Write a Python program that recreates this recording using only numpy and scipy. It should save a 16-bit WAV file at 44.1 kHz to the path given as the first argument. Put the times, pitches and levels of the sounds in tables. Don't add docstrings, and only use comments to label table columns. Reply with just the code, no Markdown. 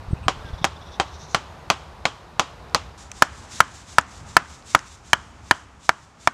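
import sys
import numpy as np
from scipy import signal
from scipy.fft import rfft, irfft
from scipy.io import wavfile
from scipy.ndimage import uniform_filter1d

SR = 44100
rng = np.random.default_rng(int(sys.argv[2]) if len(sys.argv) > 2 else 0)


def decibels_to_gain(level_db):
    exponent = np.asarray(level_db, float) / 20
    return 10 ** exponent


def dump_mix(stems):
    frames = np.atleast_2d(stems).T
    limited = np.clip(frames, -1, 1)
    pcm = np.round(limited * 32767).astype(np.int16)
    wavfile.write(sys.argv[1], SR, pcm)


N = 279153
CUT_S = 2.977


def unit(x):
    return x / np.sqrt(np.mean(x ** 2))


def band(x, lo_hz, hi_hz):
    edges_hz = [lo_hz, min(hi_hz, 0.45 * SR)]
    return signal.sosfilt(signal.butter(2, edges_hz, "bandpass", fs=SR, output="sos"), x)


def coloured(spectrum):
    hz, db = np.transpose(spectrum)
    f = np.arange(1, N // 2 + 2) * SR / N
    gain = decibels_to_gain(np.interp(np.log(f), np.log(hz), db, -90, -90))
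    return unit(irfft(rfft(rng.standard_normal(N)) * gain, N))


def walk(rate_hz):
    hold = int(SR / rate_hz)
    steps = np.repeat(rng.standard_normal(N // hold + 1), hold)[:N]
    return unit(uniform_filter1d(steps, hold))


def curve(table, column):
    rows = np.array(table)
    return np.interp(np.arange(N) / SR, rows[:, 0], rows[:, column])


def add(track, s, sound):
    i = int(s * SR)
    track[i:i + len(sound)] += sound[:N - i]


def fade(t, t60):
    return np.exp(-np.log(1000) * t / t60)


def swell(t, rise_s, fall_s):
    return np.exp(-(t / np.where(t < 0, rise_s, fall_s)) ** 2)


def ring(t, modes):
    return sum(decibels_to_gain(db) * np.sin(2 * np.pi * hz * t) * fade(t, t60) for hz, db, t60 in modes)


def woods(table, ring_hz, ring_db, treble_db):
    t, out = np.arange(SR // 2) / SR, 0
    for hz, early_db, early_t60, late_db, late_t60 in table:
        noise = unit(band(rng.standard_normal(len(t)), hz / 1.427, hz * 1.237))
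        noise = noise * decibels_to_gain(treble_db * np.clip(hz / 9000, 0, 1))
        early = decibels_to_gain(early_db) * fade(t, early_t60)
        late = decibels_to_gain(late_db) * fade(t, late_t60)
        out = out + noise * (early + late)
    for hz, db in zip(ring_hz, ring_db):
        out = out + decibels_to_gain(db) * band(out, hz * 0.91, hz * 1.074)
    return out * np.clip(t / 0.00035, 0, 1)


# (time [s], road hum [dB], port wind [dB])
AIR_LEVELS = [(0.0, -45, -42), (0.25, -45.5, -39), (0.49, -42, -42), (0.67, -45.5, -42.5),
              (1.53, -45, -44.5), (2.34, -47.5, -47), (2.75, -45.5, -44.5), (3.0, -48.5, -48.5),
              (3.51, -46.5, -45.5), (3.85, -50, -51), (4.28, -47, -46.5), (4.93, -53, -50.5),
              (5.38, -49.5, -46.5), (5.85, -54, -54.5), (6.33, -53.5, -58)]
# (frequency [Hz], level [dB per Hz])
FAR_HUM = [(88, -33), (150, 5), (221, -5.5), (263, -5.5), (296, -3), (404, -2.5), (912, 0), (1170, -2.5),
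           (1270, -4.5), (2100, -13), (2360, -13.5), (3410, -18), (3760, -16), (13000, -37.5),
           (15500, -52.5)]
# (frequency [Hz], level [dB per Hz])
NEAR_HUM = [(88, -17.5), (150, -3), (490, -12.5), (827, -8), (1040, -8.5), (1200, -9), (1980, -18),
            (2180, -18.5), (2700, -21), (3830, -26), (6730, -25), (8330, -31), (15500, -58)]


def road_hum():
    level = decibels_to_gain(curve(AIR_LEVELS, column=1) + 0.5 + 0.21 * walk(6.9))
    is_far = np.arange(N) < CUT_S * SR
    return level * np.where(is_far, coloured(FAR_HUM), coloured(NEAR_HUM))


# (frequency [Hz], level [dB per Hz])
WIND_COLOUR = [(12, -43), (20, -35.5), (32, -7.5), (52, 1), (70, 9), (236, -15.5), (253, -11.5), (300, -32),
               (390, -62), (660, -120)]
# (time [s], peak [dB], pitch [Hz])
SLAPS = [(0.077, -22.5, 59.6), (0.105, -20.5, 113), (0.1282, -8, 104), (0.261, -19.5, 88), (0.358, -29, 71),
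         (0.389, -29, 80), (0.444, -28, 80), (0.499, -28, 80.6), (0.528, -20, 61), (0.613, -23, 111)]


def port_wind():
    rumble = decibels_to_gain(curve(AIR_LEVELS, column=2) + 1.5 * walk(14)) * coloured(WIND_COLOUR)
    t, slaps = np.arange(SR // 20) / SR, np.zeros(N)
    for s, db, hz in SLAPS:
        push = np.tanh(1.6 * np.sin(2 * np.pi * hz * t))
        add(slaps, s, decibels_to_gain(db - 0.5) * push * np.exp(-((t * hz - 0.6) / 0.38) ** 2))
    return rumble + slaps


# (time [s], length [s], start pitch [Hz], end pitch [Hz], level [dB])
SEEPS = [
    (.35, .08, 1500, 1300, -52),
    (.42, .09, 1600, 1500, -52),
    (.098, .06, 8350, 7900, -58),
    (.222, .05, 8100, 8100, -59),
    (1.44, .1, 6800, 6500, -67),
    (1.57, .09, 6500, 6250, -67),
]


def seeps():
    out = np.zeros(N)
    for s, length, start_hz, end_hz, db in SEEPS:
        top_hz = start_hz * 1.025
        u = np.linspace(0, 1, int(length * SR))
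        arch = np.interp(u, [0, 0.35, 1], [start_hz, top_hz, end_hz])
        breath = 0.13 * top_hz * uniform_filter1d(rng.standard_normal(len(u)), size=40)
        tone = np.sin(2 * np.pi * np.cumsum(arch + breath) / SR)
        add(out, s, decibels_to_gain(db) * np.sin(np.pi * u) * tone)
    return out


# (time [s], length [s], level [dB])
CHUCKS = [(0.173, 0.044, -57.5), (0.244, 0.049, -54)]
# (time [s], length [s], level [dB])
CHURR = [(0.42, 0.029, -57), (0.46, 0.02, -52), (0.49, 0.024, -52.5), (0.544, 0.035, -53),
         (0.589, 0.032, -50.5), (0.628, 0.032, -48.5), (0.724, 0.024, -56), (0.767, 0.025, -53),
         (0.824, 0.038, -54), (.875, 0.062, -54), (0.938, 0.076, -50.5), (1.078, 0.053, -56),
         (1.143, 0.077, -53), (1.225, 0.11, -51), (1.317, 0.1, -52.5)]


def churr():
    out = np.zeros(N)
    notes = [(*row, 2650, -20, 0) for row in CHUCKS]
    for s, length, db in CHURR:
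        late_s = max(s - 0.8, 0)
        notes.append((s, length, db, 3630 + 920 * late_s, -5 + 15.5 * late_s, 710 * late_s))
    for s, length, db, hz, high_db, wide_hz in notes:
        u = np.linspace(0, 1, int(length * SR))
        clicks = np.sin(np.pi * 330 * length * u) ** 2
        buzz = clicks * (0.23 + 1.8 * rng.standard_normal(len(u)))
        low = unit(band(buzz, hz * 0.916, hz * 1.07))
        high = unit(band(buzz, hz * 1.34 - wide_hz, hz * 1.55 + wide_hz))
        add(out, s - length / 2, decibels_to_gain(db) * np.sin(np.pi * u) * (low + decibels_to_gain(high_db) * high))
    return out


def birds():
    calls = seeps() + churr()
    return calls + 0.1 * signal.fftconvolve(calls, woods(FAR_WOODS, [], [], 0))[:N]


# (time [s], peak [dB], pitch [Hz])
TICKS = [
    (0.65, -14.5, 7260),
    (2.696, -47, 6500),
    (3.1162, -26, 7800),
    (4.0113, -35, 7400),
    (4.624, -44, 5600),
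    (4.791, -31, 6750),
]


def ticks():
    t, out = np.arange(SR // 40) / SR, np.zeros(N)
    for s, db, hz in TICKS:
        noise = rng.standard_normal(len(t))
        snap = unit(band(noise, hz * 0.75, hz))
        tap = 0.88 * unit(band(noise, 900, 2600))
        add(out, s, decibels_to_gain(db) * (snap + tap) * fade(t, 0.012))
    return out


# (frequency [Hz], level [dB per Hz])
CLOTH = [(880, -23), (1500, -9), (3310, -8.5), (3540, -4), (4270, -7.5), (5890, -4), (7450, -4),
         (12400, -29.5), (15500, -47)]
# (lift peak before blow [s], lift level [dB], downswing peak before blow [s], downswing level [dB])
STROKES = [(0.22, -52, 0.042, -50), (0.2, -54, .065, -43), (0.2, -52, 0.078, -50), (.2, -54, .065, -52),
           (.21, -53.5, 0.053, -47), (0.21, -54, 0.057, -55), (0.27, -61.5, 0.038, -57),
           (.3, -60.5, 0.04, -52.5), (0.24, -64.5, 0.042, -54.5)]


def sleeve():
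    t, rub = np.arange(N) / SR, decibels_to_gain(-84)
    for s, (lift_s, lift_db, swing_s, swing_db) in zip(NEAR_TIMES, STROKES):
        rub = rub + decibels_to_gain(lift_db) * swell(t - s + lift_s, rise_s=0.09, fall_s=0.061)
        rub = rub + decibels_to_gain(swing_db) * swell(t - s + swing_s, rise_s=0.034, fall_s=0.082)
    flutter = decibels_to_gain(4.0 + 1.28 * walk(80))
    return (t >= CUT_S) * rub * flutter * coloured(CLOTH)


# (multiple of peg pitch [ratio], level [dB], t60 [s])
PEG = [(0.999, 6, 0.011), (2.45, -13, 0.011)]


def blows(times, table, baton, scatter, crack_db, crack_step_db, low_db, low_step_db, sign, rise_s,
          bounce_s, bounce_db, top_hz, high_db, thump_db):
    t, out, clicks = np.arange(SR // 10) / SR, np.zeros(N), np.zeros(N)
    high_ring_hz = 3167
    sunk = np.arange(len(table))
    cracks_db, lows_db = crack_db + crack_step_db * sunk, low_db + low_step_db * sunk
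    for s, (db, hz, peg_db, ring_db), crack_db, low_db in zip(times, table, cracks_db, lows_db):
        modes = []
        for mode_hz, mode_db, t60 in baton:
            shift, weight_db = rng.standard_normal(2) * [0.015, 0.7]
            modes.append((mode_hz * (1 + shift), mode_db + weight_db + low_db * (mode_hz < 1200), t60))
        wood = ring(t, modes + [(high_ring_hz, high_db + ring_db, 0.013)])
        peg = decibels_to_gain(peg_db) * ring(t, [(hz * k, d, t60) for k, d, t60 in PEG])
        body = (wood + peg) * np.clip(t / rise_s, 0, 1)

        hiss = band(band(rng.standard_normal(len(t)), 1600, top_hz), 2900, top_hz)
        crack = decibels_to_gain(crack_db) * unit(hiss) * (fade(t, 0.0053) + 0.32 * fade(t, 0.013))
        thump = decibels_to_gain(thump_db) * np.sin(2 * np.pi * 170 * t) * fade(t, 0.021) * np.clip(t / 0.0025, 0, 1)
        knock = sign * decibels_to_gain(db) * (body / np.abs(body).max() + crack + thump)
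        add(out, s, knock)
        add(out, s + bounce_s, decibels_to_gain(bounce_db) * knock)

        touch = rng.standard_normal(len(t)) * fade(t, 0.0012)
        add(clicks, s, decibels_to_gain(db + crack_db - 15.5) * touch)
        tint_db = [peg_db - 18.5, ring_db - 0.5, low_db - 19.5]
        wash = woods(scatter, [hz, high_ring_hz, 800], tint_db, crack_db - cracks_db.mean())
        add(out, s, decibels_to_gain(db) * wash)
    return band(clicks, 9100, 14500) + band(out, 70, top_hz * 0.68)


FAR_TIMES = [.2822, .6434, .9991, 1.3465, 1.7012, 2.0539, 2.3955, 2.7469]
# (strength [dB], peg pitch [Hz], peg level [dB], high ring [dB])
FAR_BLOWS = [
    (-2.5, 1100, 10, -4.5),
    (-4, 1050, 5.5, -10),
    (-4.5, 1030, 0.5, -10),
    (-2.5, 1064, 2.5, -15.5),
    (-1.5, 1130, 4, -8),
    (-4, 1080, 1.5, -5.5),
    (-3, 1084, 6.5, -14.5),
    (-3.5, 1080, 6.5, -24),
]
# (frequency [Hz], level [dB], t60 [s])
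FAR_BATON = [(400, -12, .025), (770, -3, .035), (1340, -4, .018), (2070, -4, .012), (2600, -6, .012),
             (4600, -6, .008)]
# (frequency [Hz], early level [dB], early t60 [s], late level [dB], late t60 [s])
FAR_WOODS = [(334, -24, 0.089, -48.5, 0.2), (685, -17.5, 0.077, -66.5, 0.26),
             (1144, -15, 0.083, -38.5, 0.6), (2410, -8, 0.016, -34, 0.25), (3330, -23, 0.082, -41, 0.58),
             (6500, -22.5, 0.087, -43.5, 0.6), (11150, -38, 0.022, -63, 0.09)]


def far_blows():
    return blows(FAR_TIMES, FAR_BLOWS, FAR_BATON, FAR_WOODS, crack_db=-8.5, crack_step_db=0.73,
                 low_db=7, low_step_db=-1.2, sign=-0.98, rise_s=0.00033, bounce_s=0.0048,
                 bounce_db=-12.5, top_hz=8800, high_db=11, thump_db=-11)


NEAR_TIMES = [3.2219, 3.6036, 3.9834, 4.3666, 4.7486, 5.1317, 5.5105, 5.8921, 6.2736]
# (strength [dB], peg pitch [Hz], peg level [dB], high ring [dB])
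NEAR_BLOWS = [
    (9.9, 1236, -0.5, 0.5),
    (9.1, 1297, 0, -0.5),
    (8.1, 1266, -0.5, -29),
    (11.2, 1275, -2, -11.5),
    (10.3, 1237, -2.5, -24),
    (8.7, 1820, -4.5, 6),
    (9.3, 1780, -2, 4.5),
    (5.7, 1235, -16, -6.5),
    (5.8, 980, -17.5, -25),
]
# (frequency [Hz], level [dB], t60 [s])
NEAR_BATON = [(703, -18.5, 0.027), (816, -7.5, 0.014), (1030, 4, 0.014), (1124, 0, 0.015),
              (1797, 1.5, 0.012), (2240, -0.5, 0.0068), (4270, -31.5, 0.014), (5600, -0.5, 0.0028)]
# (frequency [Hz], early level [dB], early t60 [s], late level [dB], late t60 [s])
NEAR_WOODS = [(273, -40.5, 0.051, -50.5, 0.19), (754, -26.5, 0.032, -47, 0.18),
              (1334, -23.5, 0.047, -44.5, 0.4), (2295, -20, 0.025, -60.5, 0.85),
              (3630, -32.5, 0.025, -58.5, 0.31), (6500, -18, 0.018, -53, 0.2),
              (10700, -28.5, 0.023, -77, 0.45)]


def near_blows():
    return blows(NEAR_TIMES, NEAR_BLOWS, NEAR_BATON, NEAR_WOODS, crack_db=-12.5, crack_step_db=-1.23,
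                 low_db=-8, low_step_db=1.1, sign=1, rise_s=0.00109, bounce_s=0.001358,
                 bounce_db=-7, top_hz=10000, high_db=-12, thump_db=-21)


def scene():
    background = road_hum() + port_wind() + birds()
    mix = background + ticks() + sleeve() + far_blows() + near_blows()
    return mix[None]


def top_cut(x):
    return signal.sosfilt(signal.butter(12, 16450, fs=SR, output="sos"), x)


def record(dry):
    clipped = np.clip(dry, -0.96, 0.96)
    smooth = signal.sosfilt(signal.cheby2(8, 50, 17000, fs=SR, output="sos"), clipped)
    return top_cut(smooth)


dry = scene()
out = record(dry)
dump_mix(out)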